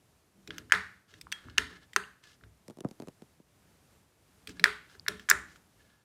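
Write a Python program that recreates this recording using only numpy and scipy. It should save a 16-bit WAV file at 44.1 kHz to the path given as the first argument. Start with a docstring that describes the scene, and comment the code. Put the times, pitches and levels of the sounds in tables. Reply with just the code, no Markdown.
"""Batteries are pushed into a small plastic case held over a wooden table in a quiet, hushed room.
Pushes rumble in low modes; snaps ring shell, cells and contact springs, and the room answers with a tail.
Between them skin and cells rub the plastic: dense noise slips ring the case and hiss.
Midway, small knocks run through a board as falling chirps; then more pushes and snaps, and a last rub."""
import sys
import numpy as np
from scipy import signal
from scipy.fft import rfft, irfft, next_fast_len
from scipy.io import wavfile
from scipy.ndimage import uniform_filter1d, minimum_filter1d

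SR = 44100
rng = np.random.default_rng(int(sys.argv[2]) if len(sys.argv) > 2 else 0)


def log_audio(samples):
    """Write samples as a 16-bit WAV file to the path given in sys.argv[1]."""
    # one column per channel
    frames = np.atleast_2d(samples).T
    # limit to full scale, then quantise
    limited = np.clip(frames, -1, 1)
    pcm = np.round(limited * 32767).astype(np.int16)
    wavfile.write(sys.argv[1], SR, pcm)


N = 266408
TOP_HZ = 16500


def undb(db):
    """dB to gain."""
    return 10 ** (np.asarray(db) / 20)


def unit(x):
    """Scale to rms 1."""
    return x / np.sqrt(np.mean(x ** 2))


def gain_at(table, size):
    """Gain of a (Hz, dB) spectrum on the bins of a transform, interpolated over log frequency."""
    table_hz, table_db = np.transpose(table)
    bin_hz = np.arange(size // 2 + 1) * SR / size
    return undb(np.interp(np.log(bin_hz + 1), np.log(table_hz), table_db))


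def band(x, lo_hz, hi_hz):
    """Band-pass."""
    sos = signal.butter(2, [lo_hz, hi_hz], "bandpass", fs=SR, output="sos")
    return signal.sosfilt(sos, x)


def ring(modes, seconds, detune, pitch=1):
    """Sum of fading sines; each blow lands elsewhere, so pitch and weight scatter."""
    hz, db, t60_s = np.transpose(modes)[:, :, None]
    t = np.arange(int(seconds * SR)) / SR
    pitch_luck, level_luck = rng.standard_normal((2, len(modes), 1))
    tone = np.sin(2 * np.pi * pitch * hz * (1 + detune * pitch_luck) * t)
    level_db = db + 2.5 * level_luck - 60 * t / t60_s
    return np.sum(undb(level_db) * tone, axis=0)


def strike(response, chatter_s, grit):
    """One blow followed by a fading chatter of contacts; peak 1."""
    t = np.arange(int(6 * chatter_s * SR) + 2) / SR
    force = grit * rng.standard_normal(len(t)) * np.exp(-t / chatter_s) / np.sqrt(chatter_s * SR)
    force[0] = 1
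    x = signal.fftconvolve(force, response)
    return x / np.abs(x).max()


def swell(x, rise_s=0.0012):
    """Ease a ring in with a linear rise to full swing."""
    return x * np.clip(np.arange(len(x)) / SR / rise_s, 0, 1)


def add(out, s, x):
    """Mix x in at s seconds."""
    i = int(s * SR)
    out[i:i + len(x)] += x[:N - i]


def air():
    """The room's quiet hush: shaped noise whose level drifts a little."""
    # relative hush spectrum: pitch_hz, density_db
    hush_spectrum = [(22, -45), (45, -9.5), (76, -2), (124, -3), (584, -14), (3510, -24), (10400, -26),
                     (15000, -32), (15900, -50)]
    level_db = -67
    size, hold = next_fast_len(N), SR // 8
    hush = irfft(rfft(rng.standard_normal(size)) * gain_at(hush_spectrum, size), size)[:N]
    drift = uniform_filter1d(rng.standard_normal(N // hold + 1).repeat(hold), hold)[:N]
    return undb(level_db + 2.3 * drift) * unit(hush)


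def pushes():
    """A push is a slow, uneven shove: the low modes of case, table and room build up late."""
    # pushes before the band-pass: start_s, deep_peak_db, middle_re_deep_db, upper_re_deep_db
    shoves = [(0.354, -71, 17.5, 3), (0.476, -54, 13, 9), (0.59, -51.5, 0, -4.5), (0.735, -42.5, -0.5, 4.5),
              (1.13, -60.5, 5.5, 2.5), (1.222, -48.5, -6.5, -16), (1.447, -43.5, -2.5, -11.5),
              (1.581, -41, -1, 1), (1.709, -52.5, 0, -2), (1.964, -52.5, 2.5, 18.5), (2.422, -49, -9, -9),
              (4.476, -52, 8, 1), (4.598, -60.5, 19.5, 13.5), (4.65, -45.5, -10.5, 8.5),
              (4.95, -57, -3, 2.5), (5.085, -45.5, 3.5, 9), (5.314, -40, -2.5, 4)]
    # low modes: pitch_hz, level_db, t60_s
    deep = [(63, -1, 0.47), (84, -2, 0.45), (104, -5, 0.35)]
    # middle modes: pitch_hz, level_db, t60_s
    middle = [(183, -6.5, 0.22), (243, -8, 0.092), (307.6, -8, 0.081)]
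    # upper modes: pitch_hz, level_db, t60_s
    upper = [(401, -1.5, 0.1), (425, 0, 0.22), (595, -10.5, 0.12)]
    lean_s = 0.013
    out = np.zeros(N)
    for s, db, middle_db, upper_db in shoves:
        deep_hit = strike(ring(deep, 0.6, 0.013), 0.025, 3.6)
        middle_hit = strike(ring(middle, 0.33, 0.047), 0.078, 3.8)
        upper_hit = strike(ring(upper, 0.3, 0.008), 0.025, 3.4)
        add(out, s, undb(db) * swell(deep_hit, lean_s))
        add(out, s, undb(db + middle_db) * swell(middle_hit, lean_s))
        add(out, s, undb(db + upper_db) * upper_hit)
    return band(out, 55, 1100)


def clicks():
    """Each click rings three parts; things this small radiate nothing below their own modes.
    The room hears all sides of the case at once, so there the modes blur into three broad bands."""
    # snaps and ticks before the band-passes: start_s, shell_peak_db, shell_pitch_hz,
    # cell_re_shell_db, spring_re_shell_db
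    snaps = [(0.475, -44, 1600, 10.5, 1.5), (0.506, -30.5, 1620, 0, -28), (0.582, -34, 1580, 3.5, 2),
             (0.698, -42, 1640, -7.5, -17), (0.709, -35, 1690, -15, -30), (0.7212, 0.5, 1693, -5, -14),
             (0.7384, -14.5, 1600, -13.5, -23.5), (0.749, -24, 1650, 0, -15.5), (1.139, -46.5, 1810, 4, -9),
             (1.212, -50.5, 1950, 13, 15.5), (1.269, -37, 1160, -22, -30), (1.318, -40.5, 1610, 11, 9),
             (1.324, -24, 1720, 0, -2.5), (1.485, -40, 1280, -17, -24.5), (1.498, -47.5, 1486, 3, -11.5),
             (1.5767, -26.5, 1560, -4, -14.5), (1.581, -19.5, 1500, 12, 5.5),
             (1.584, -10.5, 1720, -21, -22), (1.933, -39, 2000, -2, -5), (1.9622, -7.5, 1460, -7.5, -8),
             (1.9659, -20.5, 1170, -1.5, -8), (2.238, -49, 1680, 0, -2), (2.411, -51.5, 1387, -16, -20.5),
             (2.437, -44, 1567, -10.5, -18), (4.473, -39.5, 1756, 11, 4), (4.493, -43, 1670, 2, 4.5),
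             (4.596, -28.5, 1750, 1.5, -11), (4.641, -0.5, 1790, -3.5, -11), (4.6576, -12, 1634, -20, -27),
             (4.951, -46, 1556, -12, -10.5), (5.064, -28.5, 1650, -17.5, -30), (5.08, -19, 1710, -20, -24),
             (5.0828, -15.5, 1560, 2, -2.5), (5.196, -39.5, 1740, -0.5, -8), (5.2885, -18.5, 1740, -7, -10),
             (5.2925, -20.5, 1610, -5, 0), (5.2995, -22, 1730, -6.5, 16.5), (5.302, -12.5, 1620, -17.5, 0),
             (5.309, -19.5, 1480, -6, -2), (5.3126, -3, 1670, -11.5, -14.5), (5.559, -47, 1480, -3.5, -6)]
    # shell modes: multiple_of_shell_pitch, level_db, t60_s
    shell_modes = [(.8, -8, 0.0069), (1.0, 13, 0.0069), (1.2, 4, 0.007)]
    # cell modes: pitch_hz, level_db, t60_s
    cell_modes = [(2814, -2, 0.0076), (3440, 3.5, 0.004), (4120, -4.5, 0.0029), (4810, -4.5, 0.0029)]
    # contact spring modes: pitch_hz, level_db, t60_s
    spring_modes = [(5760, 4, 0.0042), (6510, 0, 0.0037), (7810, 2.5, 0.003), (10040, 1.5, 0.0012),
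                    (13300, -9, 0.0026)]
    # narrow extra tones, from few-millisecond ticks to one longer ping, some on top of a snap:
    # start_s, level_db, pitch_hz, t60_s
    extra_tones = [(1.325, -42, 3280, 0.19), (2.0375, -35, 2780, 0.017), (4.9965, -15, 4700, 0.0027),
                   (5.2997, -7, 12440, 0.0049), (5.2995, -10, 15000, 0.0061)]
    # shell as the room hears it: multiple_of_shell_pitch, level_db, t60_s
    shell_blur = [(.85, -3, 0.009), (1.08, -3, 0.009)]
    # cell, then spring, as the room hears them: low_hz, high_hz, level_db
    sharp_blur = [(2320, 5400, 21), (4800, 9000, 15)]
    drag_db = 24.5  # lighter touches drag: chatter grows by its own length per step of this size

    shell, cell, spring, blur, extra = np.zeros((5, N))
    blows = np.zeros((2, N))
    for s, db, hz, cell_re_db, spring_re_db in snaps:
        cell_db, spring_db = db + cell_re_db, db + spring_re_db
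        cell_drag = 1 + max(-cell_db, 0) / drag_db
        spring_drag = 1 + max(-spring_db, 0) / drag_db
        shell_hit = strike(swell(ring(shell_modes, 0.03, 0.018, hz)), 0.0015, 0.2)
        cell_hit = strike(ring(cell_modes, 0.02, 0.088), 0.0013 * cell_drag, 4.2)
        spring_hit = strike(ring(spring_modes, 0.02, 0.08), 0.0013 * spring_drag, 3.5)
        add(shell, s, undb(db) * shell_hit)
        add(blur, s, undb(db) * ring(shell_blur, 0.02, 0.014, hz))
        add(cell, s, undb(cell_db) * cell_hit)
        add(spring, s, undb(spring_db) * spring_hit)
        blows[:, int(s * SR)] = undb([cell_db, spring_db])
    for s, db, hz, t60_s in extra_tones:
        add(extra, s, swell(ring([(hz, db, t60_s)], 0.3, 0.00148)))

    blur = band(blur, 820, 3900)
    for blow, (lo_hz, hi_hz, db) in zip(blows, sharp_blur):
        blur = blur + undb(db) * band(blow, lo_hz, hi_hz)
    direct = band(shell, 770, 3500) + band(cell, 1600, 6200) + band(spring, 3600, TOP_HZ)
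    return direct, blur, extra


def room(x, blur):
    """A diffuse noise tail that fades octave by octave."""
    # octave tails: centre_hz, level_db, t60_s
    octaves = [(650, -7.5, 0.33), (1450, -4, 0.4), (2840, -4, 0.42), (5730, -2.5, 0.41), (11000, 4.5, 0.29)]
    tail_db, facing_db = -18, -7.5  # tail energy; share of the sharp modes in it
    t, half = np.arange(int(0.8 * SR)) / SR, np.sqrt(2)
    tail = np.zeros(len(t))
    for hz, db, t60_s in octaves:
        noise = unit(band(rng.standard_normal(len(t)), hz / half, hz * half))
        tail += undb(db - 60 * t / t60_s) * noise
    tail = tail * np.clip((t - 0.002) / 0.0055, 0, 1)
    tail = undb(tail_db) * tail / np.sqrt(np.sum(tail ** 2))
    return signal.fftconvolve(undb(facing_db) * x + blur, tail)[:N]


def rubbing():
    """Dense slips of uneven size ring the shell and cells and hiss."""
    # slides of skin and cells: start_s, length_before_lift_s, start_level_db, hiss_re_level_db
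    slides = [(0.505, 0.1, -57, -17), (1.076, 0.11, -65.5, -1), (1.337, 0.23, -58, -32),
              (1.691, .08, -53.5, -22), (1.803, .04, -61.5, -13), (2.225, 0.115, -61, -2),
              (4.47, 0.042, -59, 0), (4.546, 0.053, -63, -8), (4.884, 0.071, -62, -4.5),
              (5.19, 0.046, -64, -2), (5.47, 0.094, -72.5, 7), (5.785, 0.23, -68, -13)]
    # the case as a slide excites it: pitch_hz, level_db, t60_s
    held_modes = [(1480, -6, .02), (1704, 0, 0.019), (2154, -5, 0.02)]
    # a slide starts fast, weakens, then lifts off
    grip_s, fade_db_per_s, lift_s = 0.015, 29, 0.025

    slip_db = 2 * np.minimum(rng.exponential(size=N // 40 + 1), 5)
    slips = rng.standard_normal(N) * undb(slip_db).repeat(40)[:N]
    flutter_db = 1.3 * unit(band(rng.standard_normal(N), 8, 45))
    slips = slips * undb(flutter_db)  # the grip flutters
    ringing = unit(np.convolve(slips, ring(held_modes, 0.06, 0.0062))[:N])
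    body = unit(ringing + 0.6 * unit(band(slips, 1300, 3600)))
    hiss = unit(band(slips, 1700, 5800))

    out = np.zeros(N)
    for s, length_s, db, hiss_db in slides:
        span = slice(int(s * SR), int((s + length_s + lift_s) * SR))
        skin = body[span] + undb(hiss_db) * hiss[span]
        t = np.arange(len(skin)) / SR
        edge = np.clip(np.minimum(t / grip_s, 1 + (length_s - t) / lift_s), 0, 1)
        add(out, s, edge * undb(db - fade_db_per_s * t) * skin)
    return out


def knocks():
    """Bending waves run at a speed that grows as the root of pitch: treble first, bass last."""
    # knocks on the board: start_s, peak_db, tick_re_peak_db, lag_ms (scale of the delay law below)
    taps = [(2.681, -39, 0, 5.4), (2.699, -37.5, -10, 2.26), (2.707, -40, -9, 2.4), (2.771, -45, -6.5, 3),
            (2.786, -38.5, -11, 2.3), (2.806, -35.5, 0, 4), (2.838, -44, -30, 3), (2.847, -22, -28, 4.64),
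            (2.887, -45, -1, 3.1), (2.911, -40.5, -4.5, 3.1), (3.0003, -32.5, -8.5, 2.7),
            (3.021, -36.5, -6.5, 3.74), (3.033, -42, -17, 2.8), (3.0726, -37.5, -6, 3.6),
            (3.084, -34.5, -8, 2.26), (3.2205, -40, -8, 3.16), (3.400, -47, -23.5, 2.55)]
    # relative board spectrum: pitch_hz, density_db
    board = [(60, -24), (150, 2), (240, 2.5), (360, 1), (720, -9.5), (1300, -21.5), (2500, -43),
             (5000, -70)]
    edge_s, edge_share = 0.0091, 0.78  # scattered returns from the edges: fading time, strength
    size, lead = 4096, 256  # samples
    hz = np.arange(size // 2 + 1) * SR / size
    tick_t = np.arange(300) / SR
    out, ticks = np.zeros((2, N))
    for s, db, tick_db, lag_ms in taps:
        # phase in turns; its slope is the delay lag * (sqrt(1000 / hz) - 0.6)
        turns = lag_ms / 1000 * (2 * np.sqrt(1000 * hz) - hz * 0.6)
        spectrum = gain_at(board, size) * np.exp(-2j * np.pi * turns)
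        chirp = np.roll(irfft(spectrum, size), lead)
        add(out, s - lead / SR, undb(db) * strike(chirp, edge_s, edge_share))
        tick = band(rng.standard_normal(300) * np.exp(-tick_t / 0.0015), 940, 8700)
        add(ticks, s, undb(db + tick_db) * tick / np.abs(tick).max())
    return out + ticks


def scene():
    """Everything near the microphone, its room, and the hush."""
    snaps, blur, extra = clicks()
    near = snaps + rubbing()
    return (near + extra + room(near, blur) + pushes() + knocks() + air())[None]


def record(dry):
    """A quick limiter holds the loudest snaps; a steep low-pass leaves nothing above TOP_HZ."""
    limit, limit_samples = 0.9, 45
    gain = minimum_filter1d(limit / np.maximum(np.abs(dry), limit), 2 * limit_samples + 1)
    held = dry * uniform_filter1d(gain, limit_samples)
    top_cut = signal.ellip(12, 0.2, 95, TOP_HZ, fs=SR, output="sos")
    return signal.sosfilt(top_cut, held)


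dry = scene()
out = record(dry)
log_audio(out)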